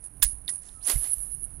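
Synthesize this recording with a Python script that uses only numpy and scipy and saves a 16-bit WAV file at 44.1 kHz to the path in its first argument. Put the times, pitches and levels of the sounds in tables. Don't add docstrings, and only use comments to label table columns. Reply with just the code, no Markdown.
import sys
import numpy as np
from scipy import signal
from scipy.fft import rfft, irfft, next_fast_len
from scipy.io import wavfile
from scipy.ndimage import uniform_filter1d, map_coordinates

SR = 44100
rng = np.random.default_rng(int(sys.argv[2]) if len(sys.argv) > 2 else 0)


def wrap_up_sound(samples):
    columns = np.atleast_2d(samples).T
    tamed = np.clip(columns, -1, 1)
    steps = np.round(tamed * 32767).astype(np.int16)
    wavfile.write(sys.argv[1], SR, steps)


def magnitude_from_level(level_db):
    exponent = np.asarray(level_db, float) / 20
    return 10 ** exponent


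N = 70560
t = np.arange(N) / SR


def unit(x):
    return x / np.sqrt(np.mean(x ** 2) + 1e-20)


def curves(rows):
    s, *cols = np.transpose(rows)
    return [np.interp(t, s, c) for c in cols]


def wobble(rate):
    return map_coordinates(rng.standard_normal(int(N * rate / SR) + 4), [t * rate])


def coloured(x, points):
    f, db = np.transpose(points)
    m = next_fast_len(N + 8192)
    hz = np.fft.rfftfreq(m, 1 / SR)
    gain = magnitude_from_level(np.interp(np.log(hz + 1), np.log(f + 1), db))
    return unit(irfft(rfft(x, m) * gain, m)[:N])


def noise(points):
    return coloured(rng.standard_normal(N), [(1, -120)] + list(points) + [(16500, -120)])


def dying(s, t60, attack):
    u = np.clip(t - s, 0, None)
    return magnitude_from_level(-60 * u / t60) * (1 - np.exp(-u / attack))


def ring(s, hz):
    return np.sin(2 * np.pi * hz * (t - s))


def glide(hz):
    return np.sin(2 * np.pi * np.cumsum(hz) / SR)


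def step(s):
    cut_s = 0.0017
    return 1 / (1 + np.exp(np.clip((t - s) / cut_s, -50, 50)))


# time in seconds, level in dB.
GUSTS = [(0.0, -52), (0.12, -51.5), (0.27, -43), (0.36, -51), (0.566, -51.5), (0.672, -48), (0.828, -52),
         (1.016, -45.5), (1.148, -51.5), (1.304, -47.5), (1.496, -47.5), (1.6, -44.5)]
# frequency in Hz, level in dB.
RUMBLE = [(12, -28), (20, 9.5), (162, -6), (193, -18.5), (282, -13.5), (400, -22), (520, -37), (880, -120)]


def wind():
    return magnitude_from_level(curves(GUSTS)[0] - 3 + 2.8 * wobble(13.55)) * noise(RUMBLE)


# time in seconds, level in dB.
GATE = [(0, -53), (.034, -48.5), (.042, -39), (.076, -45), (.09, -54.5), (.215, -50), (.235, -31),
        (.32, -35), (.34, -43.5), (.42, -53), (.472, -48), (.488, -30.5), (.56, -37), (.615, -48.5),
        (.82, -50.5), (.87, -27.5), (.95, -36.5), (1.6, -51.5)]
# frequency in Hz, level in dB.
HISS = [(120, -61), (200, -1.5), (529, -6), (735, -4.5), (1200, -10), (1270, -10), (1690, -12),
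        (8500, -38.5), (11000, -55), (18700, -120)]


def far_hiss():
    floor_db, follows_gate, sway_db = -68.5, 0.21, 1.2
    gate_db = curves(GATE)[0]
    lift_db = follows_gate * (gate_db - gate_db.min())
    return magnitude_from_level(floor_db + lift_db + sway_db * wobble(14.7)) * noise(HISS)


def far_bird():
    start_s, length_s, start_hz, sag_hz, level_db = 0.735, 0.089, 1316, 40, -62.5
    u = np.clip((t - start_s) / length_s, 0, 1)
    return magnitude_from_level(level_db) * np.sin(np.pi * u) * glide(start_hz - sag_hz * u)


# frequency in Hz, level in dB.
WING = [(7500, -25.5), (8700, -20), (9300, -2), (9850, -1), (10500, -8), (11300, -19), (12300, -51.5)]


def steady_insect():
    strokes_per_s, first_s = 92.8, 0.0027
    high_hz, low_hz, roughness = 10750, 9160, 0.48
    scatter_db, blur_db = 1.2, -8
    turn = ((t - first_s) * strokes_per_s + 0.031 * wobble(27)) % 1
    hz = high_hz + (low_hz - high_hz) * turn + 250 * wobble(700)
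    stroke = np.sin(np.pi * turn) ** 0.5 * (1 + roughness * wobble(900))
    stroke = stroke * magnitude_from_level(scatter_db * wobble(59.46))
    song = coloured(stroke * glide(hz), WING) + magnitude_from_level(blur_db) * noise(WING)
    return magnitude_from_level(curves(GATE)[0]) * unit(song)


# end in seconds, level in dB, left against right in dB.
CHIRPS = [
    (0.933, -33, -16),
    (1.044, -31.5, -16.5),
    (1.144, -26.5, -16),
    (1.249, -35.5, -42),
    (1.352, -34, -44),
    (1.458, -35.5, -38.5),
    (1.576, -46, -27.5),
    (1.62, -55.5, -9.5),
]


def chirping_insect():
    strokes_per_s, first_s = 140, 0.0031
    centre_hz, fall_hz = 9944, 890
    roughness, scatter_db = 0.3, 1.2
    swell_db_per_s, loud_s, quiet_db, length_s = 66, 0.044, -6.5, 0.11
    turn = ((t - first_s) * strokes_per_s + 0.028 * wobble(24.98)) % 1
    stroke = np.sin(np.pi * turn ** 0.49) ** 2 * magnitude_from_level(scatter_db * wobble(69.94))
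    stroke = stroke * (1 + roughness * wobble(870))
    hz = centre_hz + fall_hz * (0.5 - turn) + 120 * wobble(300)
    buzz = coloured(stroke * glide(hz), WING)
    swells = 0
    for end_s, db, left_db in CHIRPS:
        swell = magnitude_from_level(-swell_db_per_s * np.abs(t - end_s) + quiet_db * step(end_s - loud_s))
        swell = swell * step(end_s) * (1 - step(end_s - length_s))
        swells = swells + magnitude_from_level([[db + left_db], [db]]) * swell
    return swells * buzz


# start in seconds, level in dB, frequency in Hz, 60 dB decay in seconds.
JOLTS = [
    (0.221, -28.5, 36, 0.12),
    (0.251, -21, 38, 0.11),
    (.938, -22.5, -19.5, .1),
    (.957, -17.5, 42.5, 0.13),
    (0.959, -29.5, 117.5, 0.096),
    (1.172, -37, 47.5, 0.24),
    (.33, -38.5, 55, 0.4),
]


def jolts():
    return sum(magnitude_from_level(db) * dying(s, t60, 0.0016) * ring(s, hz) for s, db, hz, t60 in JOLTS)


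# time in seconds, level in dB.
SWISH = [(0.8, -85), (0.818, -74.5), (0.88, -39.5), (0.902, -34.5), (0.926, -44), (0.994, -63), (1.05, -52),
         (1.284, -98.5), (1.3, -104)]
# frequency in Hz, level in dB per Hz.
AIR = [(120, -73), (200, -18.5), (717, -11), (1010, -17), (1220, -16), (4290, -15), (6170, -16),
       (10100, -7), (15600, -20.5)]
# time in seconds, level in dB, pitch in Hz.
WHISTLE = [(.805, -70, 2750), (.825, -61.5, 4090), (.855, -44.5, 6630), (.875, -70, 8100)]


def cast():
    on = np.interp(t, [0.79, 0.81, 1.3, 1.45], [0, 1, 1, 0])
    swish = on * magnitude_from_level(curves(SWISH)[0] + 7.0 + 2.0 * wobble(250)) * noise(AIR)
    db, hz = curves(WHISTLE)
    sounding = (t > WHISTLE[0][0]) * (t < WHISTLE[-1][0])
    whistle = magnitude_from_level(db) * wobble(1500) * glide(hz) * sounding
    return swish + whistle


# frequency in Hz, level in dB.
RUN = [(2500, -26.5), (5000, -29), (7500, -15.5), (9900, -4), (11000, 5), (12200, -6), (12400, -56)]


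def line_run():
    start_s, level_db, t60_s, rise_s = 0.864, -28.5, 1.09, 0.061
    flutter = magnitude_from_level(level_db + 1.18 * wobble(11.66) + 2.2 * wobble(300))
    return flutter * dying(start_s, t60_s, rise_s) * noise(RUN)


# start in seconds, level in dB, 60 dB decay in seconds, rise in seconds.
RATTLE = [
    (0.22, -20.5, 0.095, 0.009),
    (0.49, -36.5, 0.054, 0.001),
    (0.607, -48, 0.45, 0.096),
    (0.024, -58.5, 0.17, 0.024),
    (.25, -55, 0.18, 0.013),
]


def rattle():
    colour = [(700, -43), (1800, 1), (2700, -5.5), (4000, -2), (7500, 6), (10000, -1.5), (15500, -16.5)]
    grains = magnitude_from_level(2.4 * wobble(500)) * noise(colour)
    return grains * sum(magnitude_from_level(db) * dying(s, t60, rise) for s, db, t60, rise in RATTLE)


# start in seconds, level in dB, ring in Hz,
# 60 dB decay in seconds, share of bright crack (ratio).
TICKS = [(0.043, -46.5, 7130, 0.011, 0.59), (0.2232, -28, 3604, 0.045, 0.17),
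         (0.228, -28.5, 1037, 0.016, .2), (0.229, -27, 5070, 0.03, .3), (0.2256, -19, 9950, 0.036, 1.9),
         (0.2277, -22.5, 3440, 0.025, 2.4), (0.231, -20.5, 7040, 0.035, 1.33),
         (0.2298, -19, 15000, 0.033, 1.43), (0.2306, -27.5, 1655, 0.038, 0.44),
         (0.235, -7.5, 15400, 0.016, 0.24), (0.2402, -21.5, 10800, 0.013, 1.5),
         (0.2469, -21, 10500, 0.011, 0.97), (.480, -21.5, 3710, 0.011, 0.24),
         (0.4792, -26.5, 4380, 0.0052, 0.25), (.4855, -33, 3600, 0.0086, .4),
         (0.488, -38.5, 1958, 0.05, 0.33), (.490, -46.5, 1030, 0.019, .3), (0.496, -40, 5200, 0.014, 0.37),
         (0.6917, -38, 3780, 0.004, 0.27), (0.874, -17.5, 10540, 0.041, 0.27),
         (0.902, -27, 4400, 0.013, 0.68), (.957, -44.5, 2090, 0.051, .3), (1.055, -47.5, 2014, 0.047, 0.58)]


def reel_ticks():
    bright = noise([(600, -34), (1200, -15.5), (2700, -8), (3600, -9.5), (7000, -17.5), (10000, 8.5),
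                    (13000, -6.5), (15500, -3)])
    out = 0
    for s, db, hz, t60, crack in TICKS:
        mode = dying(s, t60, 0.00023) * ring(s, hz)
        out = out + magnitude_from_level(db) * (mode + crack * bright * dying(s, 0.011, 0.0001))
    return out


def scene():
    left_db, copy_db, mix_db, run_left_db = -16, -22.5, 5.5, -20
    near = wind() + far_hiss() + far_bird() + steady_insect()
    near = near + jolts() + cast() + rattle() + reel_ticks()
    left = magnitude_from_level(left_db) * (near + magnitude_from_level(copy_db) * np.roll(near, shift=331))
    run = magnitude_from_level([[run_left_db], [0]]) * line_run()
    return magnitude_from_level(mix_db) * (np.array([left, near]) + chirping_insect() + run)


def low_pass(x):
    return signal.sosfilt(signal.butter(12, 15800, fs=SR, output="sos"), x)


def record(dry):
    edge_hz, top_hz, open_db, steepness = 12300, 15800, -50, 3
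    hz, z = np.fft.rfftfreq(N, 1 / SR), rfft(dry)
    low = irfft(z * (hz < edge_hz), N)
    top = irfft(z * (hz >= edge_hz) * (hz < top_hz), N)
    power = np.abs(uniform_filter1d(top[1] ** 2, size=700)) + 1e-20
    open_share = 1 / (1 + (magnitude_from_level(open_db) ** 2 / power) ** steepness)
    return low_pass(np.clip(low + open_share * top, -1, 1))


dry = scene()
out = record(dry)
wrap_up_sound(out)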